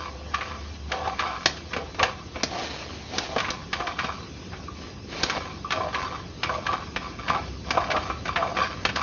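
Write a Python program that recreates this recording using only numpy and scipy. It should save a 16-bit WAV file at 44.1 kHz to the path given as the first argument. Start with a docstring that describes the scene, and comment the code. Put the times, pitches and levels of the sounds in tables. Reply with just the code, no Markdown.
"""A stiff push cable is worked back and forth through a drain pipe, unwinding from a wire reel in a humming room.
It opens with coil chatter and a rub on the pipe; slaps on the reel and blows on its frame soon follow.
All are noise bursts or random contacts sent through resonances; a small hard room answers the reel.
Long scrapes over the rim, made of dense gritty contacts, come from 2.4 to 5.5 s; slaps and knocks then go on.
Hum (a wavering sine), slowly rising rumble and hiss lie under it all, with almost nothing above 7 kHz."""
import sys
import numpy as np
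from scipy import signal
from scipy.fft import rfft, irfft, next_fast_len
from scipy.io import wavfile
from scipy.ndimage import uniform_filter1d, map_coordinates

SR = 44100
rng = np.random.default_rng(int(sys.argv[2]) if len(sys.argv) > 2 else 0)


def digitize_waveform(pressure):
    """Quantize a signal to 16-bit integers and store it at the path in sys.argv[1].

    Rows of a 2-D input are taken as channels; values are limited to [-1, 1].
    """
    field = np.atleast_2d(pressure).T
    bounded = np.clip(field, -1, 1)
    quanta = np.round(bounded * 32767).astype(np.int16)
    wavfile.write(sys.argv[1], SR, quanta)


N = 397782
TOP_HZ = 7000  # upper edge of the slaps and of the whole sound


def amp(db):
    """Decibels to gain."""
    return 10 ** (np.asarray(db) / 20)


def unit(x):
    """Scale to rms 1."""
    return x / np.sqrt(np.mean(x ** 2) + 1e-20)


def along(points, hz):
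    """(Hz, value) points read on a log-frequency axis."""
    point_hz, value = np.transpose(points)
    return np.interp(np.log(hz + 1), np.log(point_hz + 1), value)


def swell(times_s, levels_db):
    """Gain through the given levels, held at -120 dB outside them."""
    return amp(np.interp(np.arange(N) / SR, times_s, levels_db, left=-120, right=-120))


def wobble(knots_per_s):
    """A smooth random curve through normally distributed knots."""
    knots = rng.standard_normal(int(N * knots_per_s / SR) + 4)
    return map_coordinates(knots, [np.arange(N) * knots_per_s / SR], order=2)


def filtered(x, response):
    """x times a response of frequency, padded against wrap-around."""
    size = next_fast_len(len(x) + 8192, True)
    spectrum = rfft(x, size) * response(np.fft.rfftfreq(size, 1 / SR))
    return irfft(spectrum, size)[:len(x)]


def causal(gain):
    """The minimum-phase response with this gain: it rings only after the blow."""
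    cepstrum = irfft(np.log(np.maximum(gain, 1e-6)))
    half = len(cepstrum) // 2
    folded = np.r_[cepstrum[0], 2 * cepstrum[1:half]]
    return np.exp(rfft(folded, len(cepstrum)))


def grains(rate_per_s, spread_db):
    """Tiny contacts of either sign at random moments, a few much stronger than the rest."""
    hits = rng.random(N) < rate_per_s / SR
    sign = rng.choice([-1, 1], N)
    strength_db = spread_db * np.minimum(rng.standard_normal(N), 2)
    return unit(hits * sign * amp(strength_db))


def burst(t60_s, rise_s):
    """Noise of one contact: it builds as the surfaces meet, then dies."""
    t = np.arange(SR // 5) / SR
    build = 1 - np.exp(-t / rise_s)
    return rng.standard_normal(len(t)) * build * amp(-60 * t / max(t60_s, 0.01))


def add(track, start_s, sound, db):
    """Mix in a blow whose loudest 5 ms has the rms level db."""
    top = np.sqrt(uniform_filter1d(sound ** 2, size=220).max())
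    part = track[max(round(start_s * SR), 0):][:len(sound)]
    part += amp(db) * sound[:len(part)] / top


# Resonances of the wire reel. Each row: centre in Hz, half-power width in Hz, mean peak level in dB.
REEL_MODES = [(508, 15, -1), (671.5, 44, -5), (773, 63, -5.5), (1029.3, 31, -4), (1164, 49.6, 1),
              (1322, 14, -4), (1536, 120, -6), (1693, 100, -6), (2293, 110, -7), (2694, 47, -9),
              (3120, 180, -13.5), (3680, 120, -13.5), (4640, 140, -17), (5500, 200, -29.5)]


def reel(hz, dead_db, vary_db=0):
    """Gain of the reel's resonances over a toneless share; each contact point favours different ones."""
    power = amp(2 * dead_db)
    for centre_hz, width_hz, db in REEL_MODES:
        mode_db = db + vary_db * rng.standard_normal()
        power = power + amp(2 * mode_db) / (1 + (2 * (hz - centre_hz) / width_hz) ** 2)
    return np.sqrt(power)


# Slaps of the cable on the reel. 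Each row: start in seconds, peak level in dB,
# thud in dB and snap in dB (tilts of the bass and treble, both relative to -10 dB).
SLAPS = [(0.3423, -22.5, -34.5, -12.5), (0.407, -28.5, -23.5, -24), (0.9173, -23, -12.5, -9.5),
         (1.0751, -32.5, -10.5, -11), (1.1917, -20.5, -26, -16), (1.2047, -26, -26.5, -16),
         (1.4575, -11.5, -8, -2.5), (1.568, -39, -20, -8.5), (1.732, -25, -12.5, -16.5),
         (1.7636, -23.5, -3.5, -15), (1.9447, -36, -7, -11.5), (1.993, -23, -16.5, -18),
         (2.0278, -14, -10.5, -12.5), (2.3583, -30.5, 1, -25), (2.432, -17, 0, 1), (3.182, -19, -2, -1.5),
         (3.3605, -21, 5, -14.5), (3.3815, -24, -32, -11), (3.401, -22, -22, -10.5),
         (3.4434, -27, -16.5, -23), (3.482, -26, -9.5, -22), (3.5034, -23.5, -4, -1),
         (3.7293, -21, -16.5, -13.5), (3.7998, -29, -8, -17), (3.8686, -26, -40, -15.5),
         (3.9882, -21, -21, -19.5), (4.0432, -24.5, -4, -15.5), (4.5299, -35, -6, -28.5),
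         (5.232, -16.5, -1.5, -1), (5.2974, -21.5, -34, -9), (5.3647, -27.5, -1.5, -21),
         (5.7053, -23.5, -15.5, -11), (5.7204, -20.5, -16, -11), (5.9445, -23.5, -13, -17.5),
         (6.4315, -20, -13.5, -12.5), (6.6653, -21.5, -20, -15), (6.7279, -27.5, -11.5, -18),
         (6.9605, -22, -10, -13.5), (7.2797, -24.5, -15, -18), (7.297, -23, -7, -13.5),
         (7.7053, -18.5, -9.5, -8.5), (7.9018, -24.5, -15, -16), (7.9132, -22, -11.5, -13),
         (7.9629, -22.5, -4, -16.5), (8.0965, -28, 1.5, -18.5), (8.2538, -27, -6, -14.5),
         (8.2784, -29, -10, -14.5), (8.3584, -19, -18.5, -20.5), (8.567, -24, -9.5, -20.5),
         (8.8503, -15, -10, -12), (8.889, -25.5, -8.5, -16.5), (8.959, -21.5, -16, -9)]
# Colour shared by the slaps. Each row: frequency in Hz, gain in dB.
SLAP_COLOUR = [(100, -1), (250, 1.5), (600, -2.5), (1200, -3), (2400, 4.5), (4000, -0.5), (5800, -6.5),
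               (7000, -9.5)]
SLAP_T60_S, SNAP_HALVES_DB = 0.041, 21.5  # ring at 0 dB snap; this much more snap halves the ring
RISE_SHARE = 0.023  # time constant of the build-up, as a part of t60


def clicks():
    """The cable slaps the reel; heavy slaps thud, hard ones snap, and short ones start most sharply."""
    out = np.zeros(N)
    for start_s, db, thud_db, snap_db in SLAPS:
        t60_s = SLAP_T60_S * 2 ** (-snap_db / SNAP_HALVES_DB)
        weight = [(600, thud_db + 10), (1100, 3), (1500, 2.5), (2600, -3), (4800, snap_db + 10)]

        def colour(hz):
            tone = amp(along(SLAP_COLOUR, hz) + along(weight, hz))
            low_pass = 1 / (1 + (hz / TOP_HZ) ** 20)
            return causal(tone * reel(hz, dead_db=-8.5, vary_db=3) * low_pass)

        slap = burst(t60_s, rise_s=t60_s * RISE_SHARE)
        add(out, start_s, filtered(slap, colour), db)
    return out


# Duller blows. 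Each row: start in seconds, peak level in dB, share of hollow pipe colour in dB.
BLOWS = [(0.3388, -20.5, -22), (1.0732, -22.5, 16), (1.2506, -27.5, -18), (1.9982, -22.5, -10),
         (2.5945, -38, 21), (2.894, -40, -22), (3.3611, -22.5, 25), (3.8024, -27, 6.5), (3.8734, -29, 17),
         (4.0845, -26.5, -5.5), (4.6788, -32, -24), (5.6434, -26.5, -26), (5.8027, -25, 16),
         (5.9556, -23, -35), (6.4924, -22, -13), (6.6836, -22.5, 0.5), (6.7331, -24, -2),
         (7.297, -15.5, -31), (7.347, -20, -18), (7.7716, -15.5, -1.5), (7.946, -22.5, -11),
         (7.9706, -23, -17), (8.099, -24, -28), (8.2888, -23.5, -10), (8.4226, -19.5, -9),
         (8.613, -19, -16), (8.968, -23, -5)]
# Colour of the reel frame. Each row: frequency in Hz, gain in dB.
FRAME_COLOUR = [(300, -16), (750, -20.5), (1050, -0.5), (1250, -0.5), (1700, -18.5), (3000, -19.5),
                (7000, -54)]
# Colour of the hollow pipe, also heard in the rubs. 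Each row: frequency in Hz, gain in dB.
PIPE_COLOUR = [(150, -21.5), (320, -1), (520, -4), (800, 0), (1000, -3.5), (1600, -19), (4000, -43.5)]
KNOCK_T60_S = 0.066


def knocks():
    """Dull blows ring the frame's main resonances, with more or less of the hollow pipe."""
    out = np.zeros(N)
    for start_s, db, hollow_db in BLOWS:

        def colour(hz):
            tone = amp(along(FRAME_COLOUR, hz)) + amp(along(PIPE_COLOUR, hz) + hollow_db)
            return causal(tone * reel(hz, dead_db=-15, vary_db=6.5))

        blow = burst(KNOCK_T60_S, rise_s=0.001)
        add(out, start_s, filtered(blow, colour), db)
    return out


# Shoves of the cable that set the coils chattering. Each row: start in seconds, end in seconds, level in dB.
CABLE_SHOVES = [(0, 0.039, -38), (0.338, 0.534, -38), (.92, 1.098, -35.5), (1.199, 1.313, -33),
                (1.38, 1.465, -37), (1.719, 1.78, -39), (1.996, 2.095, -36), (2.358, 2.411, -40),
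                (2.545, 2.874, -49.5), (3.183, 3.242, -47), (3.386, 3.473, -35.5), (3.744, 3.898, -38.5),
                (3.998, 4.071, -31.5), (4.52, 4.529, -44.5), (4.767, 4.853, -47.5), (5.139, 5.249, -38),
                (5.325, 5.375, -30), (5.72, 5.84, -34), (5.94, 6.05, -30.5), (6.442, 6.565, -36.5),
                (6.668, 6.738, -31.5), (7.028, 7.073, -39.5), (7.186, 7.225, -37), (7.29, 7.335, -29.5),
                (7.681, 7.827, -33), (7.928, 8.077, -34.5), (8.268, 8.463, -35.5), (8.573, 8.649, -27),
                (8.963, 9.024, -30.5)]
RISE_DB_PER_S, SETTLE_DB_PER_S = 449.5, 98  # into the start of a shove, and after its end
IDLE_DB = -57  # floor between shoves


def chatter_level():
    """Level of the coils in dB: each shove brings a quick rise, a hold and a slower settling."""
    t = np.arange(N) / SR
    level_db = np.full(N, float(IDLE_DB))
    for start_s, end_s, db in CABLE_SHOVES:
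        before_db = RISE_DB_PER_S * np.maximum(start_s - t, 0)
        after_db = SETTLE_DB_PER_S * np.maximum(t - end_s, 0)
        level_db = np.maximum(level_db, db - before_db - after_db)
    return level_db


# Colour of the coils. Each row: frequency in Hz, gain in dB.
COIL_COLOUR = [(150, -14), (400, -4), (750, -1.5), (1050, 5.5), (1600, -1.5), (3000, -3), (5000, -6.5),
               (7000, -15)]
CONTACTS_PER_S, CONTACT_SPREAD_DB = 90, 4  # mean rate for each loop, and unevenness


def coils(chatter_db, count=6):
    """Several loops of cable chatter on the reel in uneven flurries, each with its own ring."""
    def colour(hz):
        return causal(amp(along(COIL_COLOUR, hz)) * reel(hz, dead_db=-21, vary_db=3.5))

    loops = np.zeros(N)
    for _ in range(count):
        ring = filtered(signal.unit_impulse(SR // 10), colour)
        flurries = amp(2.6 * wobble(22))
        contacts = grains(CONTACTS_PER_S, CONTACT_SPREAD_DB) * flurries
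        loops += unit(signal.oaconvolve(contacts, ring)[:N])
    return patchy(rippled(loops), depth_db=3) * amp(chatter_db)


# Rubs of the bowed cable. Each row: start in seconds, end in seconds, level in dB, groan in Hz.
PIPE_RUBS = [(0.026, 0.586, -47.5, 512), (0.906, 1.124, -36.5, 766), (0.93, 1.01, -37.5, 516),
             (1.201, 1.303, -38, 735), (1.759, 1.832, -34.5, 478), (2.002, 2.054, -28.5, 510),
             (2.531, 2.614, -32.5, 724), (3.138, 3.21, -38.5, 726), (3.305, 3.384, -34.5, 656),
             (3.8, 3.909, -36, 707), (5.747, 5.882, -32, 629), (6.494, 6.593, -36, 634),
             (7.324, 7.39, -32.5, 830), (7.749, 7.849, -31, 702), (7.901, 7.975, -28.5, 634),
             (8.37, 8.535, -30.5, 686)]


def rubbing():
    """The bowed cable sticks and slips on the pipe wall; each bow rattles and groans at its own resonance."""
    out = np.zeros(N)
    slips = grains(700, spread_db=3)
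    for start_s, end_s, db, groan_hz in PIPE_RUBS:
        span = slice(max(int((start_s - 0.02) * SR), 0), int((end_s + 0.07) * SR))
        rattle = filtered(slips[span], lambda hz: causal(amp(along(PIPE_COLOUR, hz)) * reel(hz, dead_db=-13)))
        groan = filtered(slips[span], lambda hz: 1 / (1 + ((hz - groan_hz) / 22) ** 2))
        times_s = [start_s - 0.015, start_s + 0.012, end_s - 0.01, end_s + 0.065]
        pressure = swell(times_s, [db - 5.5, db, db, db - 17.5])
        out[span] += pressure[span] * unit(unit(rattle) + 0.8 * unit(groan))
    return out


# Long slides over the pipe's rim. Each row: start in seconds, crest in seconds, end in seconds, crest gain in dB.
RIM_SLIDES = [(2.45, 2.6, 3.4, -32.5), (3.066, 3.19, 3.7, -33), (4.726, 4.834, 4.9, -48),
              (5.052, 5.284, 5.45, -33.5)]
# Colour of the cable on the rim. Each row: frequency in Hz, gain in dB.
RIM_COLOUR = [(120, -8.5), (250, 12.5), (750, 9.5), (1000, 4), (1400, 2.5), (2500, 3), (4500, 0.5),
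              (5600, -2.5), (7000, -13)]


def scraping():
    """On a long pull the cable hisses over the gritty rim: dense contacts under a swelling, unsteady gain."""
    speed = np.zeros(N)
    for start_s, crest_s, end_s, db in RIM_SLIDES:
        speed += swell([start_s, start_s + 0.067, crest_s, end_s], [db - 28.5, db - 4, db, db - 24])
    grit = filtered(grains(2600, spread_db=4), lambda hz: amp(along(RIM_COLOUR, hz)))
    return speed * patchy(rippled(grit), depth_db=1.6) * amp(wobble(42))


def nearby(x, share, count=14):
    """Hard surfaces close by add quick echoes that ripple the spectrum."""
    out = x.copy()
    delays_s = rng.uniform(0.0006, 0.012, count)
    signs = rng.choice([-1, 1], count)
    for delay_s, sign in zip(delays_s, signs):
        lag = int(delay_s * SR) + 1
        out[lag:] += share * sign / np.sqrt(count) * x[:-lag]
    return out


def rippled(x):
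    """The short waves of the treble bounce off small things nearby; the bass bends round them."""
    treble = filtered(x, lambda hz: 1 - 1 / (1 + (hz / 1800) ** 4))
    return unit(x - treble + nearby(treble, share=0.75))


def patchy(x, depth_db):
    """The colour of a rustle keeps shifting, in patches a few hundred Hz wide."""
    z = signal.stft(x, nperseg=512)[2]
    field = uniform_filter1d(rng.standard_normal(z.shape), size=4, axis=0)  # over frequency
    field = uniform_filter1d(field, size=7, axis=1)  # over time
    return unit(signal.istft(z * amp(depth_db * unit(field)), nperseg=512)[1][:N])


# Decay of the room. Each row: frequency in Hz, t60 in seconds.
WALL_DECAY = [(200, 0.55), (1200, 0.26), (4000, 0.27), (7000, 0.23)]
ROOM_DB = -10.5  # gain of the echo


def room(x):
    """Hard walls answer after 6 ms with a decaying noise tail; the bass rings longest."""
    hz, t, z = signal.stft(rng.standard_normal(SR // 2), SR, nperseg=256)
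    decay = amp(-60 * t / along(WALL_DECAY, hz)[:, None])
    tail = signal.istft(z * decay, SR, nperseg=256)[1]
    response = np.r_[np.zeros(round(0.006 * SR)), tail / np.linalg.norm(tail)]
    return signal.fftconvolve(x, response)[:N]


# Level of the low hum. Each row: time in seconds, level in dB.
HUM_LEVEL = [(0, -42), (0.85, -37.5), (1.1, -46), (5.0, -52.5), (7.3, -49.5), (7.52, -36.5), (7.8, -46),
             (9.02, -52.5)]
# Colour of the rumble and the hiss. Each row: frequency in Hz, gain in dB.
AIR_COLOUR = [(20, -35), (36, -13.5), (55, -2), (100, 1), (130, -5), (175, -2), (230, -6.5), (370, -8.5),
              (560, -18), (1100, -27), (2000, -28.5), (4800, -29.5), (6200, -32), (7000, -44)]
RUMBLE_START_DB, RUMBLE_GROWS_DB_PER_S = -43.5, 0.6071  # gain of the rumble


def background(chatter_db):
    """A wavering low hum and rising rumble, under a faint uneven hiss that lifts a little with the chatter."""
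    t = np.arange(N) / SR
    hum_db = np.interp(t, *np.transpose(HUM_LEVEL))
    hum_hz = 73 + 5 * wobble(14)
    hum = np.sin(2 * np.pi * np.cumsum(hum_hz) / SR) * amp(2.6 * wobble(14))

    air = unit(filtered(rng.standard_normal(N), lambda hz: amp(along(AIR_COLOUR, hz))))
    rumble = filtered(air, lambda hz: 1 / (1 + (hz / 600) ** 4))
    rumble_db = RUMBLE_START_DB + RUMBLE_GROWS_DB_PER_S * t

    hiss = patchy(rippled(air - rumble), depth_db=2.4)
    hiss_db = -46 + 0.12 * (chatter_db - chatter_db.mean()) + wobble(11)
    return unit(hum) * amp(hum_db) + rumble * amp(rumble_db) + hiss * amp(hiss_db)


def scene():
    """Blows and chatter with their echo, rubbing and scraping, in the humming room."""
    chatter_db = chatter_level()
    reel_sounds = clicks() + knocks() + coils(chatter_db)
    echo = amp(ROOM_DB) * room(reel_sounds)
    return (reel_sounds + echo + rubbing() + scraping() + background(chatter_db))[None]


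def record(dry):
    """The deepest bass is weak, and the treble falls away steeply above 6.5 kHz."""
    band = [(18, -24), (40, 0), (TOP_HZ - 500, 0), (TOP_HZ, -11), (TOP_HZ + 450, -60), (TOP_HZ + 900, -120)]
    return filtered(dry[0], lambda hz: amp(along(band, hz)))[None]


dry = scene()
out = record(dry)
digitize_waveform(out)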